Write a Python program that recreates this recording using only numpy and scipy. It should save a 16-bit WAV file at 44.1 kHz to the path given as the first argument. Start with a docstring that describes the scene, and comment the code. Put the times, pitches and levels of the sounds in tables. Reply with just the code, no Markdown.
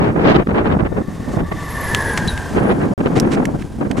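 """Hang glider over a hilltop

On an open hilltop a hang glider swoops past, about five metres from a camera's stereo microphone.
Air hisses over its sail; its tubes and wires shed vortices and whistle, sinking in pitch as it goes by.
Gusts buffet the two microphone ports. Close by are sharp ticks, a ping and short rustles,
and the sound cuts out once."""
import sys
import numpy as np
from scipy import signal
from scipy.fft import rfft, irfft
from scipy.io import wavfile
from scipy.ndimage import uniform_filter1d

SR = 44100
rng = np.random.default_rng(int(sys.argv[2]) if len(sys.argv) > 2 else 0)


def persist_wave(psi):
    """Save psi, clipped to +-1, as 16-bit WAV."""
    counts = np.round(np.clip(psi, -1, 1) * 32767).astype(np.int16)
    wavfile.write(sys.argv[1], SR, np.atleast_2d(counts).T)


N = 176400
T, HZ = np.arange(N) / SR, np.fft.rfftfreq(N, 1 / SR)
PASS_S, SPEED_M_S, DISTANCE_M = 2.056, 23.1, 5.35  # the glider at its closest

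# Spectra of rushing air, wind on the ports and crackle. Each row: frequency in Hz, relative density in dB.
RUSH_SPECTRUM = [(100, 11.5), (400, 5), (800, 3), (1400, -2.5), (2400, -8.5), (4000, -12.5), (6500, -13),
                 (9500, -17), (12500, -24.5), (15000, -31), (16500, -61)]
BUFFET_SPECTRUM = [(30, -16.5), (100, -6), (190, -0.5), (320, -3), (600, -8.5), (1200, -17.5),
                   (2400, -27.5), (4500, -47), (9000, -73)]
CRACKLE_SPECTRUM = [(100, -23), (700, 10.5), (2000, 9.5), (4000, -1), (8500, -6), (11500, -19.5),
                    (16000, -38)]
# Gusts at the microphone and the rumble under them. Each row: time in seconds, relative level in dB.
GUST_LEVEL = [(0, -16), (.05, -15), (.135, -19.5), (.2, -15.5), (.3, -14.5), (.41, -16), (.445, -45),
              (.485, -24.5), (.55, -16), (.62, -18), (.74, -21), (.85, -22), (.905, -27), (.99, -17.5),
              (1.04, -35), (1.25, -28), (1.38, -22), (1.425, -29.5), (1.76, -42), (1.94, -32.5),
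              (2.12, -45.5), (2.19, -27.5), (2.38, -41), (2.52, -31.5), (2.565, -16.5), (2.7, -18),
              (2.8, -19.5), (2.9, -21), (3.03, -20.5), (3.21, -17.5), (3.26, -17), (3.31, -19), (3.37, -16),
              (3.5, -22.5), (3.73, -37.5), (3.795, -33.5), (3.812, -15.5), (3.86, -25.5), (4, -20)]
RUMBLE_LEVEL = [(0, -27.5), (.89, -22.5), (1.08, -42), (1.36, -29), (1.56, -28), (2.08, -25.5), (2.32, -21),
                (2.55, -32), (3.1, -42), (3.7, -31.5), (4, -42)]
# Left-right likeness of airborne sound and of wind on the ports. Each row: frequency in Hz, correlation.
AIR_LIKENESS = [(100, 0.92), (600, 1), (1400, 0.99), (3100, 0.93), (7000, 0.96), (15000, 0.53)]
WIND_LIKENESS = [(60, 1), (130, 0.71), (290, 0.68), (640, -0.034), (1400, -0.1), (3100, -0.86),
                 (7000, -0.31)]


def sail(flutter_db=1.05):
    """Air rushes over the wing in a broad hiss, loudest as it passes the microphone."""
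    # Each row: time in seconds, level in dB.
    rush_level = [(0, -43), (.85, -44.5), (1.15, -37.5), (1.35, -33.5), (1.43, -41), (1.6, -31.5),
                  (1.95, -25), (2.2, -27), (2.55, -31), (2.65, -37.5), (3.1, -37.5), (4, -42)]
    return noise(RUSH_SPECTRUM, AIR_LIKENESS) * amp(curve(rush_level) + flutter_db * wander(hz=25))


def wires():
    """Each tube and wire sheds vortices at its own pitch; all share one Doppler fall."""
    # Tubes and thick wires. Each row: pitch abeam in Hz, width in Hz, level at its loudest in dB,
    # exponent of the fall with distance, loudest moment in seconds.
    thick_wires = [(445, 330, -30, 2.3, 2.064), (908, 66, -33.5, 1.9, 2.04), (1061, 110, -32.5, 1.3, 1.91),
                   (1677, 108, -24, 1.98, 2.04), (1887, 230, -31.5, 1.86, 2.026),
                   (3400, 260, -48.5, 1.05, 2.04)]
    # The thinnest wires. Each row: pitch abeam in Hz, width in Hz, relative level in dB.
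    thin_wires = [(10680, 550, 4), (14200, 640, -13)]
    # They sing in flares. Each row: time in seconds, gain in dB.
    flares = [(.8, -74), (1.58, -62.5), (1.72, -43.5), (2.12, -41.5), (2.21, -58), (2.3, -48), (2.52, -70),
              (2.67, -55.5), (2.92, -74), (3.66, -68), (4, -76)]
    shift = doppler()
    thick = sum(whistle(hz * shift, width, AIR_LIKENESS) * amp(db) / remoteness(loudest_s) ** falloff
                for hz, width, db, falloff, loudest_s in thick_wires)
    thin = sum(whistle(hz * shift, width, [(hz, 0.95)], throb_db=2.5) * amp(db)
               for hz, width, db in thin_wires)
    return thick * pan(db=0.5) + thin * amp(curve(flares))


def whistle(hz, width_hz, likeness, throb_db=1.4):
    """Vortex shedding: a fuzzy, throbbing tone."""
    tone = unit(resonate(noise(RUSH_SPECTRUM, likeness), hz, width_hz))
    return tone * amp(throb_db * wander(hz=40))


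def doppler(sound_m_s=343, waver=0.005):
    """Pitch factor of the passing glider, with a slight waver of airspeed."""
    receding_m_s = SPEED_M_S ** 2 * (T - PASS_S) / (DISTANCE_M * remoteness(PASS_S))
    return (1 + waver * wander(hz=18)) / (1 + receding_m_s / sound_m_s)


def remoteness(abeam_s):
    """Distance from the microphone as a multiple of the closest approach."""
    return np.hypot(1, SPEED_M_S * (T - abeam_s) / DISTANCE_M)


def buffeting(gain_db=-15.5, reference_db=-16, shared_db=1.64, port_db=2.5, bands=9):
    """Eddies hit each port; the harder the gust, the brighter the roar."""
    # Each row: frequency in Hz, dB that the band gains for each dB of gust.
    gust_slope = [(60, 0.41), (180, 0.68), (400, 1.21), (1200, 1.37), (3000, 2.66), (6000, 12),
                  (16000, 0.53)]
    force_db = curve(GUST_LEVEL) - reference_db
    eddies_db = shared_db * wander(hz=39.6) + port_db * np.array([wander(hz=37.3), wander(hz=39.2)])
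    eddies_db *= 1 + 0.077 * np.clip(-force_db, 0, 10)  # light wind breaks into separate puffs
    spectrum = rfft(noise(BUFFET_SPECTRUM, WIND_LIKENESS))
    centres_hz = np.geomspace(50, 12800, bands)
    roar = np.zeros((2, N))
    for hz, weights in zip(centres_hz, np.eye(bands)):
        band = irfft(spectrum * at_hz(np.column_stack([centres_hz, weights]), HZ), N)
        roar += band * amp(force_db * at_hz(gust_slope, hz))
    return amp(gain_db + eddies_db) * roar


def slaps(flutter_db=2.5, rasp_hz=2960, rasp_width_hz=3240, rasp_db=-12):
    """Hard eddies tear at each port in separate flaps; their rasp grows as their strength squared."""
    # Each row: middle in seconds, half length in seconds, level in dB.
    flaps = [(.06, 0.053, -17.5), (.29, 0.048, -8.5), (.359, 0.014, -9), (.413, 0.021, -19),
             (.473, 0.0026, -16), (.496, 0.006, -16.5), (.513, 0.008, -16), (.582, 0.036, -14.5),
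             (.665, 0.021, -15.5), (.72, 0.028, -14.5), (.802, 0.013, -16.5), (.862, 0.015, -17),
             (.972, 0.0068, -21), (1.4, 0.014, -19.5), (1.522, 0.0065, -15.5), (2.578, .024, -16),
             (2.65, 0.029, -19), (2.708, 0.021, -12.5), (2.83, 0.029, -18.5), (3.01, 0.0067, -17),
             (3.067, 0.0099, -12), (3.858, 0.0099, -24)]
    # Each row: frequency in Hz, relative density in dB.
    tearing_spectrum = [(60, -12), (200, 6.5), (450, 3), (800, -4), (1600, -9.5), (3000, -21.5),
                        (5000, -63.5), (16000, -70)]
    flutter = unit(amp(flutter_db * np.array([wander(hz=161), wander(hz=161)])))
    strength = swells(flaps) * flutter
    rasp = resonate(rng.standard_normal((2, N)), rasp_hz, rasp_width_hz)
    rasp = unit(resonate(rasp, rasp_hz, rasp_width_hz))
    return strength * noise(tearing_spectrum, WIND_LIKENESS) + strength ** 2 * amp(rasp_db) * rasp


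def boom(hz=244, width_hz=255):
    """As the camera turns, wind blows across the ports and drives a hollow, low resonance."""
    # Each row: time in seconds, level in dB relative to the gust.
    boom_level = [(2.5, -19), (2.8, 3), (3.17, -5), (3.26, -0.5), (3.35, -3)]
    hollow = unit(resonate(noise(BUFFET_SPECTRUM, [(hz, 0.75)]), hz, width_hz))
    return hollow * amp(curve(GUST_LEVEL) + curve(boom_level))


def rumble(gain_db=-5, lumps_db=3):
    """Large slow eddies press on both ports at once."""
    # Each row: frequency in Hz, relative density in dB.
    rumble_spectrum = [(20, -19), (65, 1), (110, -1), (180, -14.5), (350, -23), (1000, -83.5)]
    pressure = noise(rumble_spectrum, likeness=[(40, 0.97), (200, 0.61)])
    return pressure * amp(curve(RUMBLE_LEVEL) + gain_db + lumps_db * wander(hz=14))


def thumps(pitches_hz=(53, 82.4, 117, 144), each_per_s=5.1, gain_db=-5, spread_db=3):
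    """Single eddies strike the microphone at random as soft, low thumps."""
    t = np.arange(-2000, 2000) / SR
    pressure = np.zeros(N)
    for hz in pitches_hz:
        hits = (rng.random(N) < each_per_s / SR) * rng.choice([-1, 1], N)
        strength = amp(spread_db * (2 * rng.random(N) - 1))
        u = (np.pi * hz * t) ** 2
        pulse = (1 - 2 * u) * np.exp(-u)  # one push between two shallow dips
        pressure += signal.oaconvolve(hits * strength, pulse, "same")
    return unit(pressure) * amp(curve(RUMBLE_LEVEL) + gain_db)


def ticks(gain_db=-2.5, ring_mix=0.34, ring_width_hz=1800):
    """Sharp ticks close by: each a fast-dying burst with its own brightness and one broad ring."""
    # Each row: start in seconds, relative level in dB, ring in Hz, seconds to fall 60 dB,
    # tilt in dB per octave, left over right in dB.
    bursts = [(1.9475, -3.5, 3560, 0.019, 1, 1.5), (2.1752, -6, 1620, 0.035, 1, 1),
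              (2.276, -22, 3240, 0.024, 7.5, 3), (2.377, -17.5, 3250, 0.017, -0.5, 5),
              (3.1993, -12, 5600, 0.021, 7.5, -6), (3.454, -15, 1780, 0.017, 4, -6.5),
              (3.623, -25.5, 2260, 0.017, 1, -6), (3.913, -18, 2900, 0.022, 1, -5.5)]
    out = np.zeros((2, N))
    for start, db, hz, t60, tilt, side_db in bursts:
        crack = noise([(f, level + tilt * np.log2(f)) for f, level in CRACKLE_SPECTRUM], AIR_LIKENESS)
        ring = unit(resonate(crack, hz, ring_width_hz))
        decay = (T >= start) * amp(db + gain_db - 60 * abs(T - start) / t60)
        out += unit(crack + ring_mix * ring) * decay * pan(side_db)
    return out


def ping(start_s=2.2797, hz=4050, gain_db=-20.5, t60=0.057, tail_db=-15, tail_t60=0.19, rough_db=3):
    """A thin, rough ring of struck metal that sags in pitch as it dies."""
    t = np.maximum(T - start_s, 0)
    sag = 0.08 * (1 - np.exp(-t / 0.022))
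    tone = np.sin(2 * np.pi * np.cumsum(hz * (1 - sag)) / SR)
    attack = np.minimum(t / 0.00092, 1)
    decay = amp(-60 * t / t60) + amp(tail_db - 60 * t / tail_t60)
    return 2 * amp(gain_db + rough_db * wander(hz=250)) * attack * decay * tone * pan(db=3)


def rustles(grain_db=5):
    """Short swells of fine crackle near the microphone, to the right."""
    # Each row: middle in seconds, half length in seconds, level in dB.
    moments = [(2.885, 0.0053, -36), (3.173, 0.017, -26), (3.332, 0.023, -27), (3.608, 0.02, -40.5),
               (3.983, 0.013, -29.5)]
    crackle = unit(noise(CRACKLE_SPECTRUM, AIR_LIKENESS) * amp(grain_db * wander(hz=495)))
    return crackle * swells(moments) * pan(db=-6)


def grass(level_db=-58):
    """Breeze in the hilltop grass: a faint, steady hiss."""
    # Each row: frequency in Hz, relative density in dB.
    hiss_spectrum = [(500, 9.5), (4000, -20), (9000, -3), (12000, -13), (15000, -9)]
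    return noise(hiss_spectrum, AIR_LIKENESS) * amp(level_db)


def amp(db):
    """Decibels to gain."""
    return 10 ** (np.asarray(db) / 20)


def unit(x):
    """Scales to rms 1."""
    return x / np.sqrt(np.mean(x ** 2) + 1e-20)


def curve(points):
    """Joins (seconds, value) points over the whole scene."""
    return np.interp(T, *np.transpose(points))


def at_hz(points, hz):
    """Joins (Hz, value) points on a log axis and reads them at hz."""
    f, value = np.transpose(points)
    return np.interp(np.log(hz + 1), np.log(f + 1), value)


def pan(db):
    """Channel gains that put the left db above the right."""
    return amp(np.array([[db], [-db]]) / 2)


def wander(hz):
    """Random drift of rms 1, from 2 Hz up to about hz."""
    return unit(irfft(rfft(rng.standard_normal(N)) / np.sqrt(1 + (HZ / hz) ** 4) * (HZ > 2), N))


def noise(spectrum, likeness):
    """Stereo noise of rms 1 with a given spectrum and left-right likeness."""
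    a, b = rfft(rng.standard_normal((2, N)))
    correlation = np.clip(at_hz(likeness, HZ), -1, 1)
    mid, side = a * np.sqrt(1 + correlation), b * np.sqrt(1 - correlation)
    return unit(irfft(np.array([mid + side, mid - side]) * amp(at_hz(spectrum, HZ)), N))


def resonate(x, hz, width_hz):
    """A steep resonance that follows the pitch hz."""
    carrier = np.exp(2j * np.pi * np.cumsum(hz * np.ones(N)) / SR)
    r = np.exp(-np.pi * width_hz / SR)
    return 2 * (carrier * signal.lfilter([(1 - r) ** 2], [1, -2 * r, r * r], x / carrier)).real


def swells(rows):
    """A blunt swell with quick edges for each row."""
    return sum(amp(db) * np.exp(-((T - middle) / half) ** 4) for middle, half, db in rows)


def scene():
    """The glider, the wind and the small noises near the microphone."""
    glider = sail() + wires()
    wind = grass() + buffeting() + slaps() + boom() + rumble() + thumps()
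    return glider + wind + ticks() + rustles() + ping()


def record(dry, dropout_s=(2.938, 2.978), cutoff_hz=16200):
    """One brief dropout, overload at full scale, then the band limit."""
    live = uniform_filter1d(1. * ((T < dropout_s[0]) | (T > dropout_s[1])), size=16)
    clipped = np.clip(dry * live, -1, 1)
    lowpass = signal.firwin(511, cutoff_hz, window=("kaiser", 9), fs=SR)
    return signal.oaconvolve(clipped, lowpass[None], "same")


dry = scene()
out = record(dry)
persist_wave(out)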